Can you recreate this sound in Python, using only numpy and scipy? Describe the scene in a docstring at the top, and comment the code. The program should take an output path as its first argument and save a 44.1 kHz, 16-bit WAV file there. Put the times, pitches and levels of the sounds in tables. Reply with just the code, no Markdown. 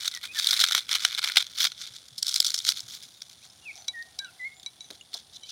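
"""Crackers crushed by hand

Crisp fried crackers are crushed in cupped hands over a plate of food, close by in a small kitchen.
Each squeeze gives sharp cracks (noise bursts through shell, air and crust filters) over a dense crackle of
crumbs (random clicks that rattle and ring); then the pieces are let fall. A small hard thing,
likely a bangle, clinks as a sum of damped modes; a bird outside whistles gliding near-sines.
Room air and a far hum, both filtered noise, lie beneath."""
import sys
import numpy as np
from scipy import signal
from scipy.fft import rfft, irfft
from scipy.io import wavfile
from scipy.ndimage import uniform_filter1d

SR = 44100
rng = np.random.default_rng(int(sys.argv[2]) if len(sys.argv) > 2 else 0)


def waveform_to_disk(signal):
    """Save audio, clipped to [-1, 1], as 16-bit WAV at the path in sys.argv[1]."""
    frames = np.transpose(np.atleast_2d(signal))
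    scaled = np.clip(frames, -1, 1) * 32767
    samples = np.round(scaled).astype(np.int16)
    wavfile.write(sys.argv[1], SR, samples)


N = 242991

# colour as the grip changes and the crumb pitch rises and falls, before each source's own offsets:
# t/s, hollow level/dB, fizz level/dB, sparkle level above 11.5 kHz/dB, crumb pitch f/Hz
GRIP = [(0, -10, -9.5, -4, 3976), (.5, -9, -10.5, 0.5, 3922), (1.35, -7, -13, -8, 3710),
        (1.63, -13.5, -18, 11, 3964), (1.902, -11.5, -8, -27.5, 4160), (2.3, -16.5, -7, -15, 4842),
        (3, -14.5, -12.5, 2.5, 5260), (3.8, -13.5, -11.5, -7, 5660), (4.6, -9, -12, 4, 3750),
        (5.5, -23.5, -13.5, -14, 4705)]
# the three voices of a fracture, air cupped in the hands, the thin shell, the splitting crust: f/Hz, level/dB
HOLLOW = [(60, -47), (200, -25), (450, -21.5), (650, -15.5), (810, -13.5), (1020, -9), (1420, 5.5),
          (1850, -1.5), (2230, 6), (2650, -3.5), (3400, -20)]
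SHELL = [(1500, -46), (2600, -19.5), (3050, -1), (3500, 5.5), (4500, 0.5), (5600, 0.5), (6600, -3),
         (7600, -15), (11000, -50)]
FIZZ = [(4000, -26), (6800, 1.5), (7600, 3), (9300, 3), (12000, -3), (15500, -3.5)]


def cracks(snap=0.22, ragged_db=1.0, flake_width_hz=420, flake_ring=3.5, scatter=.16, rise_s=0.00021,
           run_up=0.37, run_up_t60=0.0092, hollow_db=-2.5, fizz_db=-2.0, size=2048, lead_size=256):
    """Brittle fracture: a crack creeps, snaps and runs on raggedly, exciting a few short modes of each flake."""
    # single cracks, loud and faint, falling pieces and hard ticks:
    # t/s, shell level/dB, hollow level re shell before the common offset/dB, t60/s
    crack_rows = [(0.0548, -29.5, -11.5, 0.041), (.078, -21.5, -12.5, 0.013), (.173, -39, -2, .008),
                  (0.2387, -41, 5.5, 0.058), (0.3884, -23, -19, 0.036), (0.3971, -24.5, -6.5, 0.008),
                  (0.4447, -23, -29, .008), (0.4711, -17, -25, 0.0056), (0.4879, -25, -16, 0.027),
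                  (0.5089, -19, -17.5, 0.015), (.53, -20, -7.5, .025), (0.5929, -24.5, -7, .029),
                  (0.602, -18.5, -19, 0.012), (0.6112, -16.5, -9.5, 0.039), (0.6202, -25, -10, 0.017),
                  (.639, -15.5, -3.5, 0.013), (0.6863, -26, -7, 0.011), (.71, -28, -0.5, 0.013),
                  (0.7212, -20.5, -8.5, .021), (0.7297, -26, -7, 0.014), (0.7494, -18.5, -1.5, 0.015),
                  (.7779, -23, -5.5, 0.032), (.913, -25.5, -8, .013), (.9528, -21.5, -4, .022),
                  (1.0498, -15.5, -3.5, 0.0099), (1.1829, -29, -3, 0.036), (1.1918, -28, -3, 0.0053),
                  (1.227, -32.5, -4, .025), (1.2406, -24.5, -2, 0.067), (1.2982, -35.5, 7.5, 0.025),
                  (1.319, -30.5, -8, 0.017), (1.3592, -25, -3, 0.0082), (1.3699, -12, -3, 0.024),
                  (1.379, -17.5, -13, 0.025), (1.4249, -28.5, -7.5, 0.0074), (1.4674, -36.5, -16, 0.003),
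                  (1.6061, -27, -5, 0.011), (1.6507, -19.5, -5.5, .024), (1.6696, -26.5, -6, 0.0089),
                  (1.7186, -36, -8, 0.014), (2.0843, -47.5, -35, 0.0082), (2.1808, -30, -24.5, 0.061),
                  (2.228, -21, -23.5, 0.012), (2.2676, -27, -24, 0.0064), (2.2812, -25.5, -22, 0.017),
                  (2.2925, -27, -17, .017), (2.3421, -23, -23, 0.011), (2.3602, -20, -13.5, 0.017),
                  (2.4029, -14.5, -25.5, 0.0077), (2.4465, -23, -18.5, 0.0098), (2.4527, -26.5, -16, .012),
                  (2.465, -21, -28, 0.046), (2.4816, -30, -20, 0.0095), (2.5038, -27, -17.5, 0.011),
                  (2.5426, -21.5, -16, 0.02), (2.5784, -28.5, -18, .034), (2.5891, -27, -25, 0.011),
                  (2.6501, -27.5, -11.5, 0.0057), (2.6674, -26.5, -9.5, 0.013), (2.69, -16, -14.5, 0.0066),
                  (2.72, -28.5, -9.5, 0.014), (2.805, -33.5, -32, 0.0048), (3.2194, -35, -13, 0.012),
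                  (3.8818, -32.5, -16, 0.0031), (4.1889, -30.5, -29, 0.015), (4.025, -45, -28, 0.0075),
                  (4.5977, -47, -22, .013), (4.631, -45.5, -22, 0.018), (4.9042, -42, -4.5, 0.017),
                  (4.9094, -41, -10, 0.011), (5.132, -41.5, -7.5, 0.046), (5.1413, -29, -31, 0.036)]
    # flakes ring near the pitch of the crumbs; bigger ones sound hollower and lower
    flake_ratio, flake_octaves_per_db = 0.97, .009
    # hard cracks also thump the air in the hands, the more so the harder they are
    thump_hz, thump_width_hz, thump_db, hard_db, thump_growth = 765, 257, -19, -13, 1
    out = np.zeros(N)
    voices = [response(v) for v in (SHELL, HOLLOW, FIZZ)]
    grip = np.transpose(GRIP)
    span = np.sqrt(.007 * SR)   # a level of 0 dB stands for the energy of 7 ms at unit power
    opening = 1 - np.exp(-np.arange(size) / SR / rise_s)
    for s, db, hollow, t60 in crack_rows:
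        fizz = np.interp(s, grip[0], grip[2])
        top = np.interp(s, grip[0], grip[3])
        hz = flake_ratio * np.interp(s, grip[0], grip[-1]) * 2 ** (-flake_octaves_per_db * hollow)

        # micro-fractures: a new random level every 32 samples
        ragged = from_db(ragged_db * np.repeat(rng.standard_normal(size // 32), 32))
        force = rms_one(dying_noise(t60, size) * ragged * opening) / np.sqrt(size)
        force[0] += snap * rng.choice([-1, 1])
        creep = run_up * dying_noise(run_up_t60, lead_size)[::-1]   # the crust begins to give just before it breaks
        fracture = np.concatenate([creep, force])

        shell, cavity, crust = [through(fracture, v) for v in voices]
        modes_hz = hz * np.exp(scatter * np.array([-1, 0, 2]) * (.5 + rng.random(size=3)))
        shell = shell + flake_ring * sum(resonance(shell, f, flake_width_hz) for f in modes_hz)
        sound = rms_one(shell) + from_db(hollow + hollow_db) * rms_one(cavity)
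        sound = sound + from_db(fizz + fizz_db) * sparkle(crust, top)
        thump = rms_one(twice_resonant(cavity, thump_hz, thump_width_hz))
        sound = sound + from_db(hollow + thump_db + thump_growth * (db - hard_db)) * thump
        add(out, s - lead_size / SR, from_db(db) * span * sound / np.sqrt(len(sound)))
    return out


def crumbs():
    """Superposed crackling noise: dense fine crumbs and sparser coarse snaps, both driven by the squeezes."""
    fine_gain, coarse_gain = squeezing()
    # the fingers damp each crumb, so its ring stays broad
    fine = crackle(per_s=560, spread_db=2.5, grain_t60=0.013, crumb_ring=1.8, crumb_width_hz=320,
                   pitch_spread=.2, rub=0.15, even_s=0.044, shell_db=-1.5, hollow_db=-2.5, fizz_db=-1.0)
    coarse = crackle(per_s=130, spread_db=2.5, grain_t60=0.0088, crumb_ring=3.1, crumb_width_hz=610,
                     pitch_spread=.22, rub=0.14, even_s=.04, shell_db=0.5, hollow_db=-1.0, fizz_db=0.0)
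    return fine_gain * fine + coarse_gain * coarse


def squeezing(tighten_db_per_s=465, relax_db_per_s=575):
    """Power addition: each squeeze tightens, holds and relaxes, giving gains of fine crumbs and coarse snaps."""
    # squeezes and rubs of the fingers:
    # start t/s, length/s, level halfway/dB, growth over the length/dB, power share of coarse snaps [0-1]
    squeezes = [(0, 0.07, -35, 5.5, 0.14), (0.093, 0.059, -41.5, 14, 0.73), (0.243, 0.012, -35, 2, .5),
                (0.36, 0.13, -31.5, 3.5, 0.11), (0.509, .185, -29.5, -4.5, 0.5),
                (0.768, 0.038, -30.5, -7, 0.36), (.918, .052, -27.5, -5.5, 0.63),
                (1.014, 0.077, -33, -4, 0.15), (1.124, 0.066, -33.5, -1, 0.64),
                (1.245, 0.041, -29, -2.5, 0.7), (1.32, 0.036, -41.5, 0, 0.3),
                (1.387, 0.025, -29.5, 1.5, .4), (1.595, 0.056, -23, 4, .3), (1.804, 0.082, -40, -7, 0.23),
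                (1.929, 0.039, -46, 7, .3), (2.262, 0.12, -34, 1.5, 0.37), (2.42, .19, -36.5, -3.5, 0.91),
                (2.67, 0.031, -26.5, 3.5, 0.32), (2.774, 0.038, -39.5, -11, 0.65), (2.885, 0.07, -41, 6, 0),
                (3.011, 0.026, -46.5, 10.5, 0.06), (3.296, 0.015, -48, 9, 0), (3.44, 0.017, -50.5, 3, 0.34),
                (3.75, 0.12, -54.5, -11, 0.86), (4.946, 0.022, -53.5, -10, .5), (5.163, 0.035, -43, -6, 0),
                (5.336, 0.029, -46.5, 6, 0), (5.474, 0.031, -42.5, 9.5, 0.06)]
    # loose crumbs shifting between squeezes: t/s, level/dB
    loose = [(0, -61), (1.5, -47.5), (2.1, -54), (2.9, -51), (3.5, -57), (5.5, -59.5)]
    t = np.arange(N) / SR
    fine_power = from_db(in_time(loose)[0]) ** 2
    coarse_power = 0
    for s, length, db, growth_db, share in squeezes:
        hold = db + growth_db * (np.clip((t - s) / length, 0, 1) - .5)
        away = tighten_db_per_s * np.maximum(s - t, 0) + relax_db_per_s * np.maximum(t - s - length, 0)
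        power = from_db(hold - np.minimum(away, 100)) ** 2
        fine_power = fine_power + (1 - share) * power
        coarse_power = coarse_power + share * power
    return np.sqrt(fine_power), np.sqrt(coarse_power)


def crackle(per_s, spread_db, grain_t60, crumb_ring, crumb_width_hz, pitch_spread, rub, even_s,
            shell_db, hollow_db, fizz_db, count=14):
    """Random impulse train: crumbs of many sizes and pitches break over a faint rub of crust on skin."""
    hollow, fizz, top, pitch = in_time(GRIP)
    breaks = rng.random(N) < per_s / SR
    sizes = from_db(spread_db * np.minimum(rng.exponential(1, N), 3))
    clicks = breaks * sizes * rng.choice([-1, 1], N)

    # deal every click to the kind of crumb nearest in pitch
    kinds_hz = np.geomspace(3100, 7000, count)
    borders_hz = np.sqrt(kinds_hz[1:] * kinds_hz[:-1])
    dealt = np.searchsorted(borders_hz, pitch * np.exp(pitch_spread * rng.standard_normal(N)))
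    force = 0
    for k, hz in enumerate(kinds_hz):   # each kind of crumb has its own short rattle and ring
        rattle = dying_noise(grain_t60, size=600)
        rattle[0] += .4
        grain = rattle + crumb_ring * resonance(rattle, hz, crumb_width_hz)
        force = force + through(clicks * (dealt == k), grain)
    force = rms_one(force) + rub * rng.standard_normal(N)

    shell, cavity, crust = [rms_one(through(force, response(v))) for v in (SHELL, HOLLOW, FIZZ)]
    sound = from_db(shell_db) * shell + from_db(hollow + hollow_db) * cavity
    sound = sound + from_db(fizz + fizz_db) * sparkle(crust, top)
    # the fingers set how much energy is freed from moment to moment, so even out the running power
    power = uniform_filter1d(shell ** 2, int(even_s * SR)) + 1e-6
    return sound / np.sqrt(power)


def treble_side(x, window_s=0.016, gate_db=-36):
    """Mid-side stereo: a level-gated, randomly signed treble share of the crunch, added left, subtracted right."""
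    # filter of the side signal: f/Hz, level/dB
    side_filter = [(3000, -60), (4000, -30), (5000, -15), (7500, -10), (12000, -11)]
    power = uniform_filter1d(x ** 2, int(window_s * SR))
    gate = power ** 2 / (power ** 2 + from_db(gate_db) ** 4)   # near 1 when loud
    random_sign = np.tanh(2 * drift(700))   # glides between -1 and 1
    return through(x * gate * random_sign, response(side_filter))


def bangle(contact_s=0.00015):
    """Modal synthesis: every touch rings the same damped modes with slightly new strengths."""
    # touches: t/s, level/dB
    clinks = [(3.8837, -23), (4.1899, -26), (4.246, -37), (4.6618, -28), (4.807, -35), (4.844, -46),
              (5.434, -38.5)]
    # modes: f/Hz, mean level re touch/dB, t60/s
    bangle_modes = [(1020, -35, 0.17), (2280, -15, 0.08), (3917, 1.5, 0.073), (3820, -43, 0.03),
                    (5890, 0, 0.02), (8380, -12.5, 0.021), (9900, -26, 0.043)]
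    out = np.zeros(N)
    for s, db in clinks:
        for hz, mode_db, t60 in bangle_modes:
            add(out, s, ring(hz, db + mode_db + rng.standard_normal(), t60, contact_s))
    return out


def bumps(plop_t60=0.082):
    """Impact response: hands bump and crumbs ping as damped modes; soft pieces plop as resonant noise."""
    # soft bumps of the hands: t/s, level/dB, f/Hz
    hand_bumps = [(1.789, -58, 213), (1.895, -54, 125), (2.11, -50, 130), (2.177, -56, 180),
                  (2.621, -58, 101), (2.821, -55, 121)]
    # crumbs that ping on the plate: t/s, level/dB, f/Hz
    plate_pings = [(3.5, -42, 5200), (5.0108, -36, 2870), (5.01, -41.5, 6900)]
    # pieces landing on the food: t/s, peak level/dB, f/Hz
    food_plops = [(4.63, -60, 228), (4.902, -45.5, 229), (4.909, -42.5, 437), (5.136, -55, 281),
                  (5.145, -42, 624)]
    out = np.zeros(N)
    for s, db, hz in hand_bumps:
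        add(out, s, ring(hz, db, t60=0.11, rise_s=0.0097))
    for s, db, hz in plate_pings:
        add(out, s, ring(hz, db, t60=0.032, rise_s=0.00043))
    for s, db, hz in food_plops:
        thud = twice_resonant(dying_noise(plop_t60, size=8192), hz, hz)   # as wide as its own pitch
        add(out, s, from_db(db) * thud / np.abs(thud).max())
    return out


def bird(waver=0.012, overtone_db=-26, taper=0.38):
    """Frequency modulation: gliding, wavering near-sines with a weak octave, thrown back by a wall outside."""
    # start t/s, length/s, level/dB, then glide f/Hz at the start, a third, two thirds and the end
    bird_notes = [(0.123, 0.069, -44, 2070, 2000, 1915, 1880),
                  (0.277, 0.055, -42.5, 2430, 2450, 2500, 2680), (.35, 0.046, -36, 1720, 1820, 1710, 1580),
                  (3.41, 0.033, -60, 2000, 2280, 2530, 2900), (3.615, 0.045, -56, 2920, 2790, 2870, 2750),
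                  (3.649, 0.069, -38, 2650, 2540, 2310, 2080), (3.704, .017, -41, 2200, 2290, 2480, 2520),
                  (3.76, 0.058, -49.5, 5500, 6150, 6050, 5700),
                  (3.929, 0.11, -36.5, 1930, 1863, 1859, 1880),
                  (4.19, 0.081, -41.5, 1506, 1627, 1550, 1440), (4.24, 0.066, -58, 2950, 2920, 2780, 2550),
                  (4.262, 0.042, -53, 1420, 1410, 1440, 1520), (4.388, .106, -33.5, 2200, 1980, 2150, 1960),
                  (4.4, 0.075, -67, 7000, 7200, 7280, 7300), (4.535, 0.069, -60, 7000, 7000, 7140, 7300),
                  (4.79, 0.1, -58, 7400, 6550, 6060, 5950), (5.324, 0.057, -48, 3700, 3820, 4030, 4020),
                  (5.419, 0.041, -48, 3120, 3100, 3060, 3220), (5.462, 0.026, -61, 2160, 2350, 2450, 2520),
                  (5.477, 0.042, -56, 3400, 3020, 2700, 2450)]
    # every note swells, peaks at this share of its length and falls away
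    peak_at, swell_db, fall_db = .65, 8, 4.5
    wall_echo_s, wall_echo_db = 0.062, -22
    out = np.zeros(N)
    wobble = 1 + waver * drift(300)
    for s, length, db, *pitches in bird_notes:
        u = np.linspace(0, 1, int(length * SR))
        hz = np.polyval(np.polyfit(np.linspace(0, 1, 4), pitches, 3), u)   # smooth cubic glide
        note_wobble = np.roll(wobble, -int(s * SR))[:len(u)]
        phase = 2 * np.pi * np.cumsum(hz * note_wobble) / SR
        tone = np.sin(phase) + from_db(overtone_db) * np.sin(2 * phase)
        shape_db = np.interp(u, [0, peak_at, 1], [-swell_db, 0, -fall_db])
        note = np.sqrt(2) * from_db(db + shape_db) * signal.windows.tukey(len(u), taper) * tone
        add(out, s, note)
        add(out, s + wall_echo_s, from_db(wall_echo_db) * note)
    return out


def background(air_db=-60, waver_db=-1.5, hum_hz=740, hum_width_hz=190, hum_waver_db=3.5):
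    """Filtered noise: room air of slowly wavering level and a far, wavering narrow-band hum."""
    # spectrum of the room air: f/Hz, level/dB
    air_spectrum = [(20, -21), (42, -22), (65, 1.5), (110, 3), (200, -1), (400, -6.5), (800, -7.5),
                    (2500, -11.5), (3500, -5), (5300, -12), (7800, -14), (9500, -4), (12000, -20),
                    (16000, -24)]
    # a far hum from outside: t/s, level before its waver/dB
    far_hum = [(0, -103), (3.4, -77.5), (3.8, -64), (4.5, -70.5), (4.8, -73), (5.51, -74.5)]
    air = rms_one(through(rng.standard_normal(N), response(air_spectrum, size=8192)))
    hum = rms_one(twice_resonant(rng.standard_normal(N), hum_hz, hum_width_hz))
    air_gain = from_db(air_db + waver_db * drift(6))
    hum_gain = from_db(in_time(far_hum)[0] + hum_waver_db * drift(31))
    return air_gain * air + hum_gain * hum


def room(x, t60, wet_db, delay_s):
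    """Exponential reverberant decay: diffuse reflections that arrive a little late."""
    # colour of the reflections: f/Hz, level/dB
    room_colour = [(100, 27.5), (1000, -4.5), (4000, -8.5), (8000, 11), (15000, -7)]
    tail = through(dying_noise(t60, size=22050), response(room_colour))
    late_tail = np.concatenate([np.zeros(int(delay_s * SR)), tail])
    return x + from_db(wet_db) * through(x, late_tail)


def sparkle(x, db, edge_hz=11500):
    """Shelving by a crossover: lift or dull the very top, then scale to unit power."""
    top = signal.sosfilt(signal.butter(2, edge_hz, "high", fs=SR, output="sos"), x)
    rest = signal.sosfilt(signal.butter(2, edge_hz, fs=SR, output="sos"), x)
    return rms_one(rest - from_db(db) * top)   # the two bands are in opposite phase


def ring(hz, db, t60, rise_s, size=8192):
    """Damped oscillation: one mode, set going by a contact that takes a moment."""
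    t = np.arange(size) / SR
    contact = 1 - np.exp(-(t / rise_s) ** 2)
    return from_db(db - 60 * t / t60) * np.sin(2 * np.pi * hz * t) * contact


def resonance(x, hz, width_hz):
    """Two-pole resonator: one resonance with gain 1 on top."""
    r = np.exp(-np.pi * width_hz / SR)
    zeros = np.array([1, 0, -1]) * (1 - r * r) / 2
    poles = [1, -2 * r * np.cos(2 * np.pi * hz / SR), r * r]
    return signal.lfilter(zeros, poles, x)


def twice_resonant(x, hz, width_hz):
    """Resonators in cascade: the same resonance twice has steeper skirts."""
    return resonance(resonance(x, hz, width_hz), hz, width_hz)


def dying_noise(t60, size):
    """Exponential decay: noise that falls by 60 dB in t60, with unit energy."""
    decay = from_db(-60 * np.arange(size) / SR / t60)
    return rms_one(rng.standard_normal(size) * decay) / np.sqrt(size)


def response(spectrum, size=2048):
    """Minimum phase: causal impulse response of a spectrum, by folding its cepstrum."""
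    hz, db = np.transpose(spectrum)
    grid = np.maximum(np.arange(size // 2 + 1) * SR / size, 1)
    cepstrum = irfft(np.log(from_db(np.interp(np.log(grid), np.log(hz), db))))
    cepstrum[1:size // 2] *= 2
    cepstrum[size // 2 + 1:] = 0
    return irfft(np.exp(rfft(cepstrum)))


def through(x, impulse):
    """Linear filtering: convolve a sound with an impulse response, keeping its length."""
    return signal.oaconvolve(x, impulse)[:len(x)]


def drift(rate):
    """Band-limited chance: straight lines join normal random knots, rate of them per second."""
    knots = rng.standard_normal(N // 20)
    return np.interp(np.arange(N) / SR * rate, np.arange(len(knots)), knots)


def in_time(rows):
    """Linear interpolation: each column of a curve at every sample."""
    s, *columns = np.transpose(rows)
    return [np.interp(np.arange(N) / SR, s, c) for c in columns]


def add(out, s, sound):
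    """Superposition: mix a sound in at a time."""
    i = max(0, round(s * SR))
    out[i:i + len(sound)] += sound[:max(0, N - i)]


def from_db(db):
    """Logarithmic level: decibels to amplitude gain."""
    return 10 ** (np.asarray(db) / 20)


def rms_one(x):
    """Mean-square power: scale a sound to unit power."""
    return x / np.sqrt(np.mean(x ** 2) + 1e-20)


def scene():
    """Direct and reverberant sound: hands close by, the bird farther off with more reflections."""
    crunch = cracks() + crumbs()
    hands = room(crunch + bangle() + bumps(), t60=0.078, wet_db=-23.0, delay_s=.004)
    mid = hands + room(bird(), t60=0.28, wet_db=-9, delay_s=0.015) + background()
    side = treble_side(crunch)
    return np.array([mid + side, mid - side])


def record(dry, cutoff_hz=15800):
    """Clipping and low-pass filtering: peaks stop at full scale, then the top is cut."""
    low_pass = signal.ellip(10, .1, 80, cutoff_hz, fs=SR, output="sos")
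    return signal.sosfilt(low_pass, np.clip(dry, -1, 1))


dry = scene()
out = record(dry)
waveform_to_disk(out)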